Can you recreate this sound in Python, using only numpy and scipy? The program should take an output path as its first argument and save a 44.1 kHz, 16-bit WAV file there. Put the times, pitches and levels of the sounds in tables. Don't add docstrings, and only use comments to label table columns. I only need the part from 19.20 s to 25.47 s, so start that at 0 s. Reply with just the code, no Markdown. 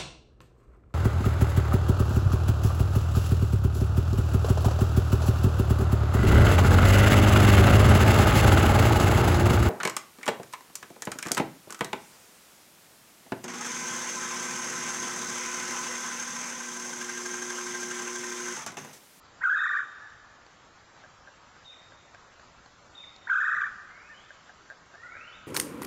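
import sys
import numpy as np
from scipy import signal
from scipy.io import wavfile
from scipy.ndimage import uniform_filter1d

SR = 44100
rng = np.random.default_rng(int(sys.argv[2]) if len(sys.argv) > 2 else 0)


def boost(x):
    u = np.asarray(x, float) / 20
    return 10 ** u


def unload_audio(sound):
    columns = np.transpose(np.atleast_2d(sound))
    steps = np.round(np.clip(columns, -1, 1) * 32767)
    wavfile.write(sys.argv[1], SR, steps.astype(np.int16))


N = 276507


def evened(x):
    return x / np.sqrt(np.mean(x ** 2) + 1e-20)


def read(points, hz):
    f, value = np.transpose(points)
    return np.interp(np.log(hz + 1), np.log(f + 1), value)


def add(mix, s, sound):
    part = mix[round(s * SR):][:len(sound)]
    part += sound[:len(part)]


def drift(length, smooth_s):
    size = max(round(smooth_s * SR), 2)
    once = uniform_filter1d(rng.standard_normal(length), size)
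    return evened(uniform_filter1d(once, size))


def phase(hz):
    return 2 * np.pi * np.cumsum(hz) / SR


# frequency in Hz, gain in dB.
THROAT = [(900, -14), (1200, -2), (1500, 0), (1700, -2), (1850, -9), (2000, -16), (2450, -32), (2900, -44),
          (3200, -30), (3750, -34), (4300, -52), (5500, -48), (7000, -37), (7600, -44)]


def voice(hz, level_db, count, rough=.45):
    turn = phase(hz)
    fray = 1 - rough + rough * drift(len(hz), .0015)
    fundamental = boost(read(THROAT, hz)) * np.sin(turn)
    overtones = sum(boost(read(THROAT, k * hz)) * np.sin(k * turn) for k in range(2, count + 1))
    return np.sqrt(2) * boost(level_db) * (fundamental + fray * overtones)


STROKE_SHARE = .89
TOP_FIRST, TOP_STROKE, TOP_ARCH = .34, .68, .53


def arches(rows, end_s):
    out = []
    for s, stroke_s, top_hz, dip_db in rows:
        if stroke_s:
            out.append((s, STROKE_SHARE * top_hz, TOP_STROKE, dip_db))
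        out.append((s + stroke_s, top_hz, TOP_ARCH if out else TOP_FIRST, dip_db))
    return np.transpose(out + [(end_s, *out[-1][1:])])


LOW_HZ, LOW_SAG_HZ, LOW_DB = 1246, 78, -39
LOW_RELEASE_S, LOW_FALL_DB = .046, 12.5
LOW_CHOKE_DB = 23.5
SLACK_HZ, HELD_HZ, SLACKEN_DB = 1140, 600, 4.
LOW_OVERTONES = [1, -7, -17.5, -27.5, -30, -28]


def low_note(t, start_s, end_s, slack_hz, height):
    hz = LOW_HZ - LOW_SAG_HZ * ((t - start_s) / (end_s - start_s)) ** 2
    turn = phase(hz * (1 + .025 * drift(len(t), .003)))
    choke_db = LOW_CHOKE_DB * (slack_hz - SLACK_HZ) / HELD_HZ
    release_db = LOW_FALL_DB * np.maximum(1 - (end_s - t) / LOW_RELEASE_S, 0)
    swell_db = LOW_DB - choke_db - release_db + 1.9 * drift(len(t), .0041)
    shut_db = -20 * uniform_filter1d(height, size=300) ** 1.5
    fray = .8 + .4 * drift(len(t), .0025)
    low = 0
    for n, db in enumerate(LOW_OVERTONES):
        damped_db = shut_db if n else .5 * shut_db + 3
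        low = low + boost(swell_db + db + damped_db) * fray ** min(n, 2) * np.sin((n + 1) * turn)
    return np.sqrt(2) * low


HOLD_DB, TIRE_DB_PER_S, RELEASE_DB_PER_S = -22.5, 1, 202.5


def churr(rows, end_s, release_s):
    s, top_hz, place, dip_db = arches(rows, end_s)
    low_hz = SLACK_HZ + HELD_HZ * np.exp(-dip_db / SLACKEN_DB)
    t = np.arange(s[0], s[-1], 1 / SR)
    step = np.interp(t, s, np.arange(len(s)))
    k, u = step.astype(int), step % 1
    place = place[k]
    rising = u < place
    height = np.sin(np.pi / 2 * np.where(rising, u / place, (1 - u) / (1 - place)))
    base_hz = np.where(rising, low_hz[k], low_hz[k + 1])
    hz = uniform_filter1d(base_hz + (top_hz[k] - base_hz) * height, size=60)
    sag_db = np.where(rising, dip_db[k], dip_db[k + 1]) * (1 - height) ** 2
    release_db = RELEASE_DB_PER_S * np.maximum(t - end_s + release_s, 0)
    level_db = HOLD_DB - TIRE_DB_PER_S * (t - s[0]) - release_db
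    effort_db = uniform_filter1d(level_db - sag_db, size=90)
    hz = hz * (1 + .006 * drift(len(t), .001))
    rough_db = (.3 + 6 * (t - s[0])) * drift(len(t), .0015)
    high = voice(hz, effort_db + rough_db, count=6)
    low = low_note(t, s[0], end_s, np.interp(t, s, low_hz), height)
    return s[0], (high + low) * signal.windows.tukey(len(t), .02)


def flick(s, length, from_hz, to_hz, level_db):
    u = np.arange(round(length * SR)) / (length * SR)
    turn = phase(from_hz + (to_hz - from_hz) * u)
    shape = np.sin(np.pi * u) * (1 + .35 * drift(len(u), .001))
    return s, np.sqrt(2) * boost(level_db) * shape * np.sin(turn)


# start in seconds, length in seconds of the
# short stroke before the arch, top pitch in Hz, dip in dB between arches.
CHURRS = [
    [(.232, 0, 1610, 26), (.268, 0, 1480, 5), (.279, .010, 1660, 11), (.322, 0, 1730, 3),
     (.368, .012, 1880, 11), (.412, .016, 1880, 11), (.462, 0, 1960, 12), (.505, 0, 1920, 14),
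     (.548, .011, 1860, 20), (.598, 0, 1780, 6), (.627, .013, 1700, 14)],
    [(4.094, 0, 1620, 26), (4.125, 0, 1620, 5), (4.146, 0, 1640, 18), (4.181, .013, 1770, 16),
     (4.227, .010, 1880, 8), (4.278, .015, 1900, 12), (4.326, .011, 2000, 11), (4.378, 0, 1960, 14),
     (4.415, .013, 1880, 22), (4.470, .013, 1800, 10)],
]
# end in seconds, release in seconds.
CHURR_ENDS = [(.65, .08), (4.495, .065)]
# start in seconds, length in seconds, first pitch in Hz,
# last pitch in Hz, level in dB.
FLICKS = [
    (.206, .013, 1250, 1900, -42),
    (.2135, .013, 1300, 2050, -33),
    (.221, .018, 1650, 2300, -38),
    (.212, .028, 850, 1150, -45),
    (4.070, .012, 1300, 2000, -33),
    (4.082, .019, 1300, 2450, -38),
    (4.074, .028, 850, 1100, -43),
]


def woodpecker():
    out = np.zeros(N)
    for rows, end in zip(CHURRS, CHURR_ENDS):
        add(out, *churr(rows, *end))
    for row in FLICKS:
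        add(out, *flick(*row))
    return out


def whistle(rows, flutter_db=3.5, roll_hz=20.9):
    s, *columns = np.transpose(rows)
    t = np.arange(s[0], s[-1], 1 / SR)
    hz, level_db, *roll = (np.interp(t, s, c) for c in columns)
    hz = hz * (1 + sum(roll) * np.sin(2 * np.pi * roll_hz * t) + .007 * drift(len(t), .002))
    gain = boost(level_db + flutter_db * drift(len(t), .007)) * signal.windows.tukey(len(t), .1)
    return s[0], np.sqrt(2) * gain * np.sin(phase(hz))


ANSWER_SCOOP, ANSWER_ATTACK_S, ANSWER_START_DB, ANSWER_FADE_DB = .87, .035, -10, -20
ANSWER_ROLL = (0.015, 0.14)
# start in seconds, length in seconds, pitch in Hz, level in dB.
ANSWER = (5.81, .39, 1430, -46)


def far_woodpecker():
    s, length, hz, db = ANSWER
    early, late = ANSWER_ROLL
    rows = [(s, ANSWER_SCOOP * hz, db + ANSWER_START_DB, early),
            (s + ANSWER_ATTACK_S, hz, db, early),
            (s + length / 2, hz, db + ANSWER_FADE_DB / 2, late),
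            (s + length, hz, db + ANSWER_FADE_DB, late)]
    return whistle(rows, flutter_db=.5)


SLUR_FROM_HZ, SLUR_KNEE_HZ, SLUR_TO_HZ, SLUR_KNEE, SLUR_SOFT_DB = 2620, 2420, 1750, .68, -16


def slur(s, length, db):
    half_soft_db = db + SLUR_SOFT_DB / 2
    return [(s, SLUR_FROM_HZ, half_soft_db),
            (s + SLUR_KNEE * length / 2, (SLUR_FROM_HZ + SLUR_KNEE_HZ) / 2, db + SLUR_SOFT_DB),
            (s + SLUR_KNEE * length, SLUR_KNEE_HZ, half_soft_db),
            (s + (1 + SLUR_KNEE) / 2 * length, (SLUR_KNEE_HZ + SLUR_TO_HZ) / 2, db),
            (s + length, SLUR_TO_HZ, half_soft_db)]


RISE_ATTACK, RISE_START_DB, RISE_SAG_DB = .32, -5, -3


def rise(s, length, from_hz, to_hz, db):
    t = np.arange(0, length, .005)
    hz = 1 / (1 / from_hz + (1 / to_hz - 1 / from_hz) * t / length)
    level_db = db + np.interp(t, [0, RISE_ATTACK * length, length], [RISE_START_DB, 0, RISE_SAG_DB])
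    return np.transpose([s + t, hz, level_db])


# seconds from the start, pitch in Hz, level in dB.
WAVER = [(0, 1800, -27), (.027, 3800, -7), (.05, 3660, 0), (.068, 3570, -4), (.09, 3790, -3),
         (.122, 3570, -8)]
# start in seconds, level in dB.
WAVERS = [
    (.335, -50.5),
    (2.425, -50),
    (3.729, -48),
]
# start in seconds, length in seconds, level in dB.
SLURS = [
    (2.498, .048, -53),
    (3.79, .06, -52),
]
# start in seconds, length in seconds, first pitch in Hz,
# last pitch in Hz, level in dB.
RISES = [
    (4.68, .215, 1980, 2630, -61),
    (4.92, .165, 2870, 3700, -62),
    (5.72, .392, 1650, 3200, -58),
    (6.125, .04, 3300, 3950, -60),
]


def far_songbirds():
    out = np.zeros(N)
    for s, db in WAVERS:
        add(out, *whistle(np.add(WAVER, (s, 0, db))))
    for row in SLURS:
        add(out, *whistle(slur(*row), flutter_db=2.5))
    for row in RISES:
        add(out, *whistle(rise(*row), flutter_db=5.5))
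    return out


PEEP_EDGE, PEEP_EDGE_DB, PEEP_DROOP = .27, -8, .87
# start in seconds, length in seconds, pitch in Hz, level in dB.
PEEPS = [
    (0.793, 0.098, 1728, -47.5),
    (4.889, .06, 1805, -48),
]


def bush_peeps():
    out = np.zeros(N)
    for s, length, hz, db in PEEPS:
        edge, soft = PEEP_EDGE * length, (PEEP_DROOP * hz, db + PEEP_EDGE_DB)
        rows = [(s, *soft), (s + edge, hz, db), (s + length - edge, hz, db), (s + length, *soft)]
        add(out, *whistle(rows, flutter_db=1.5))
    return out


def ring(hz, t60, rise_s):
    t = np.arange(round(.03 * SR)) / SR
    shape = (1 - np.exp(-(t / rise_s) ** 2)) * boost(-60 * t / t60)
    return shape / shape.max() * np.sin(2 * np.pi * hz * t)


PULSE_GAP_S, PULSE_SLOWING, CHEST_DB = .0069, .09, -49.5
# start in seconds, peak in dB, number of pulses, fall in dB a pulse.
CLUCKS = [(1.8377, -43, 4, 2), (2.0732, -41, 3, 3), (2.7207, -46, 1, 0), (2.9462, -43, 2, 5),
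          (3.1951, -43, 1, 0), (3.46, -48, 1, 0), (4.7755, -42, 1, 0), (5.1048, -37, 2, 6),
          (5.2934, -39, 2, 5), (5.5004, -34, 4, 2.7), (5.7399, -42, 3, 1.5), (5.9524, -37, 1, 0),
          (5.9668, -36, 1, 0)]


def clucks():
    out = np.zeros(N)
    for s, db, count, fall_db in CLUCKS:
        for n in range(count):
            throat, chest = rng.uniform(-1.3, 1, 2)
            at = s + PULSE_GAP_S * n * (1 + PULSE_SLOWING * (n - 1) / 2)
            add(out, at, boost(db - n * fall_db + .5) * ring(1610 * (1 + .03 * throat), .02, .001))
            add(out, at, boost(CHEST_DB) * ring(680 * (1 + .15 * chest), .022, .0015))
    return out


# start in seconds, peak in dB, pitch in Hz.
TICKS = [(1.2648, -50, 4540), (2.8254, -56.5, 3390), (2.9472, -47.5, 2290), (3.1963, -51, 1150),
         (3.4604, -50, 4300), (3.9627, -45, 4210), (5.0486, -51, 3590), (5.5002, -54, 4580)]


def ticks():
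    out = np.zeros(N)
    for s, db, hz in TICKS:
        crack = rng.standard_normal(300)
        add(out, s, boost(db) * ring(hz, .0069, .00085))
        dull = signal.lfilter([.4], [1, -.75], crack)
        add(out, s, boost(db + 6) * dull * boost(-60 * np.arange(len(crack)) / SR / .015))
    return out


# delay in seconds, level in dB.
TRUNKS = [(.0027, -12), (.0085, -16), (.014, -15), (.027, -16), (.041, -18)]


def trunk_echoes(near):
    out = near.copy()
    for s, db in TRUNKS:
        add(out, s, boost(db) * near)
    return out


# frequency in Hz, time in seconds to fall by 60 dB.
TREES = [(800, 3.9), (1500, 1.34), (2500, 1.8), (3700, 1.3), (7000, 0.54)]


def trees(x, start_s):
    taps = np.zeros(2 * SR)
    at = np.arange(0, 2 * SR - 20, 20)
    taps[at + rng.integers(0, 20, len(at))] = rng.choice([-1., 1.], len(at))
    hz, t, z = signal.stft(taps, SR, nperseg=256)
    decay = boost(-60 * t / read(TREES, hz)[:, None])
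    tail = signal.istft(z * decay, SR, nperseg=256)[1]
    tail = tail * np.minimum(np.arange(len(tail)) / (start_s * SR), 1)
    return signal.fftconvolve(x, tail / np.linalg.norm(tail))[:N]


def noise(points, patchy_db, swell_db):
    frames, hz = N // 256 + 5, np.fft.rfftfreq(1024, 1 / SR)
    a, b, patches = rng.standard_normal((frames, 513, 3)).T
    patches = uniform_filter1d(patches, size=10, axis=0)
    patches = evened(uniform_filter1d(patches, size=12, axis=1))
    swell = drift(frames * 256, .028)[::256]
    z = (a + 1j * b) * boost(read(points, hz)[:, None] + patchy_db * patches + swell_db * swell)
    return evened(signal.istft(z, nperseg=1024, noverlap=768)[1][:N])


# frequency in Hz, level in dB per Hz.
AIR = [(12, -23.5), (20, -12), (96, 0), (136, -4.5), (265, -7.5), (293, -6), (394, -7.5), (436, -8),
       (559, -4.5), (633, -6.5), (753, -4.5), (1300, -2.5), (2480, -13), (7590, -18), (9870, -73.5),
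       (16700, -120)]


def air():
    return boost(-55.5) * noise(AIR, patchy_db=1.36, swell_db=.56)


def scene():
    near, far = woodpecker(), far_songbirds()
    add(far, *far_woodpecker())
    small = clucks() + ticks() + bush_peeps()
    near_tail = trees(boost(-17.5) * near + boost(-13) * small, .062)
    far_tail = boost(-2) * trees(far, .022)
    return (trunk_echoes(near) + far + small + near_tail + far_tail + air())[None]


EDGE_HZ = 7740
# frequency in Hz, dB relative to the loudest band,
# dB against the usual air level.
STEPS = [(100, -18, -11), (200, -26, -8), (290, -44, -3), (500, -58, 1), (2200, -58, 3), (2850, -31, 5),
         (3250, -50, 4), (3850, -50, 4), (4150, -33, 5.5), (5300, -39, 5.5), (6500, -47, 5.5),
         (7500, -46, 5.5)]


def narrow_band_recorder(x, hop=1588):
    n, k = np.arange(2 * hop)[:, None], np.arange(int(EDGE_HZ / SR * 2 * hop) // 8 * 8)
    basis = np.sin(np.pi * (n + .5) / (2 * hop)) * np.cos(np.pi / hop * (n + .5 + hop / 2) * (k + .5))
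    basis = basis * np.sqrt(2 / hop)
    halves = np.pad(x, (hop, 2 * hop - len(x) % hop)).reshape(-1, hop)
    lines = np.hstack([halves[:-1], halves[1:]]) @ basis
    band_db = 10 * np.log10((lines ** 2).reshape(len(lines), -1, 8).mean(2) + 1e-20)
    band_hz = (k[::8] + 4) * SR / (2 * hop)
    hz, under_db, air_db = np.transpose(STEPS)
    loudest_db = uniform_filter1d(-np.sort(-band_db, axis=1)[:, :5].mean(1) + 3, size=2)
    masked_db = loudest_db[:, None] + np.interp(band_hz, hz, under_db)
    usual_db = np.median(band_db, 0) + np.interp(band_hz, hz, air_db)
    chance = uniform_filter1d(rng.standard_normal(band_db.shape), size=3, axis=0)
    scarce_db = 4 * uniform_filter1d(chance, size=2, axis=1)
    step = np.repeat(boost(np.maximum(masked_db, usual_db) + scarce_db), 8, axis=1)
    rounded = np.sign(lines) * np.floor(abs(lines) / step + .4) * step
    frames = rounded @ basis.T
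    return (frames[1:, :hop] + frames[:-1, hop:]).ravel()[:len(x)]


# frequency in Hz, level in dB per Hz.
HISS = [(7600, -62), (7900, -5.5), (9000, 7), (9300, 11.5), (13000, 13), (13400, -13.5), (15500, 6.5),
        (16000, -12)]


def converter_hiss():
    return boost(-97) * noise(HISS, patchy_db=.5, swell_db=1.5)


def band_limit(x):
    return signal.sosfilt(signal.butter(12, 15500, fs=SR, output="sos"), x)


def record(dry):
    heard = narrow_band_recorder(dry[0]) + converter_hiss()
    return band_limit(heard[None])


dry = scene()
out = record(dry)
unload_audio(out)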